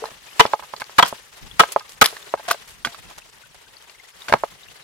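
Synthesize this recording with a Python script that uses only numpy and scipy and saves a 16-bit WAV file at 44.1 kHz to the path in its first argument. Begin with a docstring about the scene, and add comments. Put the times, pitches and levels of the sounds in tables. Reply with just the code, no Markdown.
"""On the stony bank of a small stream, a steel hammer splits hard rocks close to a stereo microphone that overloads.
Blows are crushing noise through the block's resonances; knocks, clinks and the singing hammer are damped modes.
Grit and the snaps of some clinks are swells of spiky noise. The stream is patchy hiss with bubbles and drips,
tones whose pitch climbs. Low, lumpy noise makes the breeze and the rubs on the microphone; the bank answers
with a short noise tail."""
import sys
import numpy as np
from scipy import signal
from scipy.fft import rfft, irfft, next_fast_len
from scipy.io import wavfile
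from scipy.ndimage import uniform_filter1d, map_coordinates

SR = 44100
rng = np.random.default_rng(int(sys.argv[2]) if len(sys.argv) > 2 else 0)


def unload_audio(sound):
    """Save the sound as a 16-bit wav file, at the path given as the first command line argument."""
    columns = np.transpose(np.atleast_2d(sound))
    # keep every value between -1 and 1, then stretch to whole-number steps
    steps = np.round(np.clip(columns, -1, 1) * 32767)
    wavfile.write(sys.argv[1], SR, steps.astype(np.int16))


def undo_db(level):
    """Turn decibels back into plain size, where 20 dB means ten times bigger."""
    steps = np.asarray(level, float) / 20
    return 10 ** steps


N = 213179  # length in samples

# Air buffeting the microphone ports: start_s, level_db
BREEZE_LEVEL = [(0, -59), (.5, -64), (1.7, -59.5), (3.1, -58.5), (4.1, -66.5), (4.4, -58), (4.83, -60.5)]
# A sleeve or strap drags on the microphone body: start_s, level_db, length_s
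RUBS = [(1.411, -34.5, 0.069), (1.506, -39, 0.047), (2.97, -44, 0.045), (3.037, -46, 0.044),
        (3.065, -44.5, 0.023)]
# Colour of breeze and rubs: freq_hz, relative level_db
RUMBLE_COLOUR = [(21, -29), (35, -2.5), (102, -9), (134, -5.5), (168, -8), (323, -17.5), (400, -33),
                 (520, -66.5), (880, -120)]
LUMPS_DB = 3  # depth of the rumble's quick lumps

# Level of the trickle before its stirring and flutter: start_s, level_db
WATER_LEVEL = [(0, -49.5), (.2, -52), (.38, -46), (.9, -50), (1.5, -49.5), (2, -50), (2.3, -46),
               (2.45, -49), (2.8, -51.5), (3.3, -52.5), (3.7, -54), (4.1, -53), (4.28, -51), (4.83, -50.5)]
# Colour of the trickle's hiss: freq_hz, relative level_db
TRICKLE_COLOUR = [(150, -49), (250, -17.5), (413, -2), (694, -5), (885, -1.5), (1510, -3.5), (1900, -1.5),
                  (2330, -4), (2920, -2), (10900, -13), (15700, -20.5)]
# Likeness of left and right in the noise of water and air: freq_hz, likeness (0 to 1)
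SIDE_LIKENESS = [(100, 0.07), (1000, 0.13), (8000, 0.033)]
# The side the water leans to: freq_hz, left_over_right_db
WATER_LEAN = [(60, -12), (180, -13), (550, 1.5), (1650, 4), (4970, 2.5), (15000, 1.5)]
# A jolt stirs water and gravel, mostly a swell, once a dip: start_s, change_db at its peak
STIRS = [(.4, 2), (1.03, 8), (1.601, 7), (2.02, -0.5), (2.51, 3.5), (2.85, 6), (4.33, 3)]
STIR_S = 0.054  # time to the peak of a change, which then settles
# The clearest drips: start_s, level_db, pitch_hz before the climb
DRIPS = [(0.067, -38, 1750), (0.2863, -37.5, 2370), (0.3306, -36, 2920), (1.512, -29, 3210),
         (2.2256, -32.5, 3430), (2.2952, -37, 3800), (3.2189, -38.5, 2540), (3.2987, -41, 7430),
         (3.7676, -33, 4380), (3.8138, -42, 3000), (3.9973, -36.5, 2010), (4.0466, -42.5, 1910),
         (4.219, -29, 3530), (4.6323, -35, 3620), (4.684, -36, 2700)]
DRIP_SIDE_DB, FAINT_DRIP_DB = 15, -40  # left over right of the dripping ledge; loudest chance drip

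# Bursts of scattering grit, and the noisy snaps of the clinks at 1.03 and 2.06 s:
# start_s, level_db under the swell, length_s, tilt_db per octave
GRIT_BURSTS = [(0, -42, 0.13, -5.5), (0.403, -33.5, 0.094, -7.5), (0.799, -34, 0.022, -4.5),
               (1.032, -13.5, 0.0071, -12), (1.055, -26, 0.017, -4.5), (1.075, -28, 0.021, 0.5),
               (1.613, -25.5, 0.025, -6.5), (1.719, -27, 0.015, 1.5), (1.89, -43, 0.051, -1),
               (2.037, -37.5, 0.14, -3.5), (2.0585, -16, 0.0061, 1), (2.479, -25.5, 0.041, -5.5),
               (2.51, -23, 0.013, 10), (2.674, -45.5, 0.075, -1), (2.856, -39.5, 0.026, -30),
               (3.096, -42, 0.031, -6), (3.178, -36.5, 0.016, -3.8), (3.468, -50, .012, -1),
               (3.544, -43.5, .015, -4.5), (3.822, -45.5, 0.012, -3.5), (4.203, -46.5, 0.24, -3.5),
               (4.282, -28, 0.025, -6.5), (4.322, -23.5, .01, -9), (4.344, -30, .025, -13)]

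# Flakes and hammer head touch stone: start_s, level_db, pitch_hz, t60_s, left_over_right_db
CLINKS = [(0.0557, -29.5, 4100, 0.031, 10), (.4618, -19, 3500, .02, 0), (0.7639, -28, 4500, 0.018, -4.5),
          (0.799, -30, 5200, 0.007, -0.5), (0.842, -35, 5400, 0.005, 21), (1.0495, -24, 3970, 0.0085, 10.5),
          (1.0563, -23, 1500, 0.025, -1.5), (1.0705, -22, 4250, 0.01, -4.5),
          (1.1072, -32.5, 4500, 0.0057, 1.5), (1.796, -25, 4730, 0.0058, -2.5),
          (2.0417, -7.5, 1740, 0.013, 7), (2.0444, -10.5, 3500, 0.017, 4.5), (2.0511, -9.5, 2070, 0.013, 9),
          (2.0585, -3.5, 3500, 0.012, -1.5), (2.072, -22, 1310, .03, -1), (2.167, -25, 1780, 0.017, -3),
          (2.4855, -19, 1650, 0.023, 2), (2.501, -20, 3500, 0.021, -2), (2.5097, -7.5, 1200, 0.02, 6),
          (2.5121, -6, 1522, 0.018, -1.5), (2.5301, -25, 3950, 0.013, 10), (2.8479, -11.5, 1488, 0.037, -7),
          (2.8555, -29.5, 1197, 0.056, 8), (2.9453, -29, 1280, 0.033, -7), (3.1792, -40.5, 911, 0.015, 12),
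          (3.8961, -35.5, 2780, 0.023, 11), (4.2841, -18.5, 1500, 0.021, 1.5)]
# Modes of a flake: freq_hz, relative level_db
FLAKE_MODES = [(700, -7.5), (1150, 4.5), (1500, -3), (1850, 0), (2400, 1), (3000, -1), (3400, 1.5),
               (4200, 7.5), (4900, 10.5)]
SNAP_DB = -10.5  # snap of a clink under its ring
# The hammer head rings when it skids: start_s, level_db
SKIDS = [(2.0405, -11.5), (2.0505, -16.5), (2.0588, -8.5), (2.0862, -26.5)]
# Modes of the skidding steel: freq_hz, relative level_db, t60_s
STEEL_MODES = [(11150, 3, .025), (10370, -1, .03), (11180, 8, 0.016), (12960, -4.5, .02)]

# Low mode of the handle, then high mode of the head: freq_hz, t60_s
HAMMER_MODES = [(690, 0.087), (3280, 0.019)]
# Jolts that set the hammer singing: start_s, handle_db, head_db, ring_times (a loose hammer rings longer)
JOLTS = [(.995, -17.5, -41, 1.4), (1.0258, -38.5, -6, 1.1), (1.0302, -39.5, -4, .9),
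         (1.605, -15.5, -38, 1.1), (2.025, -17, -41, .7), (2.483, -21, -46.5, .95), (2.514, -18, -45.5, .6),
         (2.848, -62, -15, 1.05), (2.876, -41.5, -52, 2.4)]

# The block knocks on its bed: start_s, level_db, strongest_hz, t60_s, upper_modes_db
KNOCKS = [(0.0211, -21.5, 425, 0.08, -49), (0.04, -14, 870, 0.016, -30), (0.054, -25, 990, 0.036, -16),
          (0.0863, -33.5, 600, 0.02, -23), (0.115, -37, 800, 0.018, -15), (0.4532, -4.5, 740, 0.014, -16.5),
          (0.5324, -17.5, 920, 0.024, 2), (0.5354, -2.5, 860, 0.03, -24), (.595, -24.5, 1120, 0.021, -15),
          (0.6239, -30, 1090, 0.032, -12), (.634, -30, 1180, 0.042, -16), (0.7368, -17.5, 990, 0.024, -15),
          (0.812, -28.5, 1130, 0.063, -9), (0.8179, -15.5, 1150, 0.023, -1), (0.895, -31, 1080, 0.015, -8),
          (1.1263, -16, 694, 0.018, -21), (1.6348, -8.5, 1040, 0.023, -8.5), (1.7618, 0, 783, 0.022, -25.5),
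          (1.806, -29.5, 1300, 0.061, -17), (1.714, -34, 453, 0.02, -19), (2.127, -28.5, 450, 0.023, -16),
          (2.271, -35.5, 417, 0.019, -30), (2.339, -4, 640, 0.017, -18.5), (2.35, -24, 603, 0.011, -6),
          (2.374, -32, 888, 0.093, -6), (2.396, -28, 726, 0.04, -18), (2.544, -22, 590, 0.027, -12),
          (2.8711, -18, 860, 0.02, 3), (3.109, -36, 1090, 0.04, -21), (4.296, -21, 600, 0.057, -13),
          (4.325, -1, 1250, 0.012, -3), (4.3372, 8, 880, 0.016, -13), (4.4359, -6.5, 744, 0.021, -21.5)]
# Modes of the block resting on its bed: freq_hz, level_db, left_over_right_db, share of the knock's t60
BED_MODES = [(451, -3, 4.5, 1.5), (600, 1, 14, 1), (680.6, 3.5, -2.5, 0.98), (860, 9, -5, 0.69),
             (1007, 3.5, -19.5, 0.55), (1239, -4.5, -2, 1.52), (1587, 9, -0.5, 0.75), (2160, 3.5, 0.5, 0.8),
             (2640, 4.5, 3, 0.39), (3500, -2.5, -1.5, 0.42), (4350, -5, 12.5, 0.48)]
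# A blow or the block's full weight pushes the ground: start_s, level_db
LANDINGS = [(0.116, -45), (.396, -19.5), (0.4526, -27), (0.537, -45), (0.7363, -46.5), (0.816, -40),
            (0.984, -21), (1.028, -23), (1.1255, -34), (1.595, -32), (2.016, -13), (2.8715, -30.5),
            (4.296, -34.5), (4.322, -19.5), (4.336, -14.5)]
KNOCK_CRACK_DB, KNOCK_PUSH_DB = -17, -32  # snap over the upper modes; push on the ground under any knock

# Hammer blows, and at 1.03 s a brief sharp clink of the head, each with its own favoured pitch:
# start_s, level_db, crush_s, treble_db, favoured_hz
BLOWS = [(0.3947, -0.5, 0.015, -21.5, 870), (0.9822, -3.5, 0.016, -20.5, 920),
         (1.0253, -7.5, 0.0012, -21.5, 1480), (1.0271, -7, 0.0049, -22.5, 833),
         (1.5940, -1.5, .014, -18.5, 1290), (2.013, -2, 0.014, -11.5, 1430)]
# Resonances of the struck block: freq_hz, width_hz, level_db
BLOCK_MODES = [(180, 47, -12), (448, 40, -6), (600, 110, -1), (668, 260, 2), (870, 470, 2.5),
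               (1060, 256, 2.5), (1290, 72, 2), (1600, 110, -2.5), (1921, 160, -5.5), (2370, 600, -10),
               (3019, 65, -4), (3337, 93, -9), (3830, 1000, -10.5), (4640, 4500, -19)]
RISE_SHARE, QUICKENS_DB = .1, 1.3  # rise over crush length; dB by which it shortens per dB of treble

# Answer of the stony bank: freq_hz, t60_s
BANK_DECAY = [(200, 0.037), (1000, 0.085), (4000, 0.19), (12000, 0.16)]

T = np.arange(SR // 5) / SR  # clock of one event, s


def unit(x):
    """Scale to rms 1."""
    return x / np.sqrt(np.mean(x ** 2) + 1e-20)


def along(points, hz):
    """Read (freq_hz, value) points on a log frequency axis."""
    f, v = np.transpose(points)
    return np.interp(np.log(hz + 1), np.log(f + 1), v)


def curve(rows):
    """Draw (start_s, value) rows as one value per sample."""
    return np.interp(np.arange(N) / SR, *np.transpose(rows))


def wobble(rate):
    """A smooth random curve with rate knots a second."""
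    knots = rng.standard_normal(int(N * rate / SR) + 4)
    return map_coordinates(knots, [np.arange(N) * rate / SR])


def filtered(x, response):
    """Shape x with a complex response of frequency."""
    m = next_fast_len(x.shape[-1] + 8192)
    return irfft(rfft(x, m) * response(np.fft.rfftfreq(m, 1 / SR)), m)[..., :x.shape[-1]]


def sides(left_over_right_db):
    """Left and right gains as a column."""
    return undo_db(np.array([.5, -.5])[:, None] * left_over_right_db)


def add(track, start_s, sound):
    """Mix a sound into a stereo track at start_s."""
    part = track[:, round(start_s * SR):][:, :sound.shape[1]]
    part += sound[:, :part.shape[1]]


def noise(count, alike):
    """Left and right noises that share a part."""
    a, b = rng.standard_normal((2, count))
    turn = np.arccos(np.clip(alike, -1, 1)) / 2
    mid, side = np.cos(turn) * a, np.sin(turn) * b
    return np.array([mid + side, mid - side])


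def treble(x, edge_hz, tilt_db):
    """High-pass with a tilt per octave and a soft top, rms 1."""
    def response(f):
        high_pass = (1j * f / (edge_hz + 1j * f)) ** 2
        tilt = undo_db(tilt_db * np.log2(f / 8000 + 0.058))
        return high_pass * tilt / (1 + (f / 14000) ** 6)
    return unit(filtered(x, response))


def ring(hz, level, t60, attack_s):
    """Sum of damped modes with the mid at peak 1; level has one row a side."""
    decay = undo_db(-60 * T / np.asarray(t60)[:, None])
    modes = np.sin(2 * np.pi * np.outer(hz, T)) * decay * (1 - np.exp(-T / attack_s))
    sound = level @ modes
    return sound / np.abs(sound.mean(0)).max()


def crack(t60):
    """A short bright snap: noise that dies away at once."""
    return undo_db(-60 * T / t60) * treble(noise(len(T), 0.88), 5800, -13)


def rush(spectrum, patchy_db):
    """Stereo noise of rms 1 with patches of random gain over time and frequency."""
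    z = signal.stft(rng.standard_normal((2, N)), nperseg=512)[2]
    field = uniform_filter1d(rng.standard_normal(z.shape[1:]), size=24, axis=0)
    field = uniform_filter1d(field, size=2, axis=1)
    pair = signal.istft(z * undo_db(patchy_db * unit(field)), nperseg=512)[1][:, :N]

    def response(hz):
        turn = np.arccos(np.clip(along(SIDE_LIKENESS, hz), -1, 1)) / 2
        return undo_db(along(spectrum, hz)) * [np.cos(turn), np.sin(turn)]
    mid, side = filtered(pair, response)
    return unit(np.array([mid + side, mid - side]))


def breeze():
    """Air moving over the microphone ports, and lumpy rubs on the body: both swell one low noise."""
    level = undo_db(curve(BREEZE_LEVEL))[None] * np.ones((2, 1))
    for start_s, level_db, length_s in RUBS:
        swell = (1 - np.exp(-T / 0.042)) * np.exp(-(T / length_s) ** 3)
        add(level, start_s, undo_db(level_db) * swell[None])
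    return level * unit(undo_db(LUMPS_DB * wobble(35)) * rush(RUMBLE_COLOUR, patchy_db=1.0))


def stirred():
    """Change in dB of the water's level, mostly a swell, that peaks and settles after each jolt."""
    start_s, change_db = np.transpose(STIRS)
    age = np.clip(np.arange(N) / SR - start_s[:, None], 0, None) / STIR_S
    return change_db @ (age * np.exp(1 - age))


def bubble(hz, cycles, climb):
    """A damped tone whose pitch climbs as it dies."""
    life_s = cycles / hz
    t = T[:len(T) // 4]
    tone = np.sin(2 * np.pi * hz * (t + climb * t * t / life_s / 2))
    return tone * np.exp(-t / life_s) * (1 - np.exp(-t / (0.37 * life_s)))


def stream():
    """A trickle of finely crackling hiss with small chance bubbles, and a few clear drips."""
    bubbles = np.zeros((2, N))
    for when, pitch, size, pan in rng.random((300, 4)):
        gain = undo_db(-7.5 - 1.9 * np.log(size + 0.0033)) * sides(16 * (pan - .5))
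        add(bubbles, when * N / SR, gain * bubble(700 * undo_db(22 * pitch), 2.1, 0.033))
    for when, pitch, size, pan in rng.random((400, 4)):  # spray bursts in tiny bright ticks
        gain = undo_db(5.5 - 1.5 * np.log(size + 0.022)) * sides(12 * (pan - .5))
        add(bubbles, when * N / SR, gain * bubble(4500 * undo_db(9.5 * pitch), 8.8, .05))
    slosh_db = .7 * wobble(10)
    crackle_db = 2.5 + 2.27 * wobble(70) + 0.5 * wobble(600)
    hiss = undo_db(crackle_db) * rush(TRICKLE_COLOUR, patchy_db=2.0)
    water = undo_db(curve(WATER_LEVEL) + stirred() + slosh_db) * (hiss + bubbles)
    water = filtered(water, lambda f: sides(along(WATER_LEAN, f)))
    faint = [(when * N / SR, FAINT_DRIP_DB - 6 * size, 1400 * undo_db(9 * pitch))
             for when, size, pitch in rng.random((8, 3))]
    for start_s, level_db, pitch_hz in DRIPS + faint:
        add(water, start_s, undo_db(level_db) * sides(DRIP_SIDE_DB) * bubble(pitch_hz, 10.2, 0.041))
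    return water


def grit():
    """Chips and sand rattle over the stones, and two clinks snap: spiky noise under a quick swell."""
    out = np.zeros((2, N))
    for start_s, level_db, length_s, tilt_db in GRIT_BURSTS:
        swell = (1 - np.exp(-T / 0.001)) * np.exp(-(T / length_s) ** 2.3)
        spikes_db = 4.7 * uniform_filter1d(rng.standard_normal(len(T)), size=30) * np.sqrt(30)
        rattle = treble(undo_db(spikes_db) * noise(len(T), 0.067), 540, tilt_db)
        add(out, start_s, undo_db(level_db) * swell * rattle)
    return out


def clinks():
    """Hard, light contacts ring the modes near the strongest one, with a snap; skids ring the steel."""
    out = np.zeros((2, N))
    flake_hz, flake_db = np.transpose(FLAKE_MODES)
    for start_s, level_db, pitch_hz, t60, pan_db in CLINKS:
        detuned_hz = flake_hz * (1 + .03 * rng.standard_normal(len(flake_hz)))
        all_hz = np.append(detuned_hz, pitch_hz)
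        near_db = np.append(flake_db - 4 - 9 * np.abs(np.log2(flake_hz / pitch_hz)), 0)
        level = undo_db(near_db + rng.normal(0, 1.0, (2, len(all_hz))))
        body = ring(all_hz, level, t60 * (pitch_hz / all_hz) ** 0.4, .0003)  # high modes die sooner
        snap = undo_db(SNAP_DB) * crack(2.27 * t60)
        add(out, start_s, undo_db(level_db) * sides(pan_db) * (body + snap))
    steel_hz, steel_db, t60 = np.transpose(STEEL_MODES)
    for start_s, level_db in SKIDS:
        add(out, start_s, undo_db(level_db) * sides(3) * ring(steel_hz, undo_db(steel_db)[None], t60, 0.00021))
    return out


def handle():
    """Each jolt rings the hammer's two modes, handle and head."""
    out = np.zeros((2, N))
    for start_s, *levels_db, ring_times in JOLTS:
        for level_db, (hz, t60) in zip(levels_db, HAMMER_MODES):
            add(out, start_s, undo_db(level_db) * ring([hz], sides(1.5), [t60 * ring_times], 0.00075))
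    return out


def knocks():
    """Soft, heavy contacts ring low modes near the strongest one; harder contacts wake the upper modes."""
    out, ground = np.zeros((2, 2, N))
    hz, mode_db, side_db, share = np.transpose(BED_MODES)
    thump = ring([130, 230], np.array([[.7, 1], [.7, 1.4]]), [.05, .04], 0.00087)  # the ground is pushed
    for start_s, level_db, strongest_hz, t60, upper_db in KNOCKS:
        # a knock that rings longer is also purer
        low_db = -450 * t60 * np.abs(np.log2(hz / strongest_hz))
        colour_db = mode_db + np.where(hz < 1500, low_db, upper_db)
        level = undo_db(colour_db + rng.normal(0, 0.55, len(hz))) * sides(side_db)
        body = ring(hz, level, t60 * share, 0.0016)
        snap = undo_db(upper_db + KNOCK_CRACK_DB) * crack(0.027)
        add(out, start_s, -undo_db(level_db) * (body + snap))
        add(ground, start_s, undo_db(level_db + KNOCK_PUSH_DB) * thump)
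    for start_s, level_db in LANDINGS:
        add(ground, start_s, undo_db(level_db) * thump)
    return ground + filtered(out, lambda f: (1j * f / (230 + 1j * f)) ** 3)  # a small stone radiates little bass


def block_body(f):
    """Response of the struck block: resonances of alternating sign."""
    total = 0
    for k, (hz, width_hz, level_db) in enumerate(BLOCK_MODES):
        damping = 1j * f * width_hz
        total = total + (-1) ** k * undo_db(level_db) * damping / (hz * hz - f * f + damping)
    return total


def blows():
    """Crushing noise of some milliseconds, shorter for the head's clink, drives the block's resonances."""
    out = np.zeros((2, N))
    for start_s, level_db, crush_s, treble_db, favoured_hz in BLOWS:
        rise_s = RISE_SHARE * crush_s * undo_db(-QUICKENS_DB * (treble_db + 17))  # a brighter hit starts quicker
        rise = 1 - np.exp(-(T / rise_s) ** 0.84)
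        hold = 1 / (1 + np.exp(np.clip((T - crush_s) / 0.0011, -50, 50)))
        tail = undo_db(-23.5 - 60 * T / 0.21)
        first_contact = 1 + 3.1 * np.exp(-T / 0.00051)  # the hardest moment
        crush = rise * (hold + tail) * first_contact

        def response(f):
            # a harder hit favours the high resonances
            bright = undo_db(0.39 * (treble_db + 19.0) * np.log2(1 + f / 1500))
            # resonances near the favoured pitch gain most
            favour = 1j * f * 0.25 * favoured_hz / (favoured_hz ** 2 - f * f + 1j * f * 0.26 * favoured_hz)
            return block_body(f) * bright * (1 + 1.1 * favour)
        body = filtered(crush * noise(len(T), 0.14), response)
        body = body / np.sqrt(np.mean(body[:, :round((crush_s + .003) * SR)] ** 2))  # rms 1 while crushing
        snap = undo_db(treble_db) * crush * treble(noise(len(T), 0.061), 2100, -2.5)
        add(out, start_s, undo_db(level_db) * (body + snap))
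    return out


def bank(x):
    """The stony bank answers with a noise tail in which each frequency dies at its own speed."""
    hz, t, z = signal.stft(rng.standard_normal((2, SR // 4)), SR, nperseg=256)
    decay = undo_db(-60 * t / along(BANK_DECAY, hz)[:, None])
    tail = signal.istft(z * decay, SR, nperseg=256)[1]
    late = np.pad(x, ((0, 0), (150, 0)))  # samples until the answer starts
    return signal.fftconvolve(late, tail / np.linalg.norm(tail[0]), axes=1)[:, :N]


def scene():
    """Stone and steel with the bank's answer, over grit, water and air."""
    stone = blows() + knocks() + clinks() + handle()
    # the left port hears the stones a moment (s) sooner
    stone = filtered(stone, lambda f: np.exp(-2j * np.pi * f * np.array([[0], [.00006]])))
    return stone + undo_db(-16.5) * bank(stone) + grit() + stream() + breeze()


def low_pass(x):
    """Removes everything above the highest recorded frequency."""
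    return signal.sosfilt(signal.butter(12, 15820, fs=SR, output="sos"), x)


def record(dry):
    """The microphone input overloads: peaks bend smoothly into full scale."""
    clipped = dry / (1 + np.abs(dry) ** 8) ** (1 / 8)
    return low_pass(clipped)


dry = scene()
out = record(dry)
unload_audio(out)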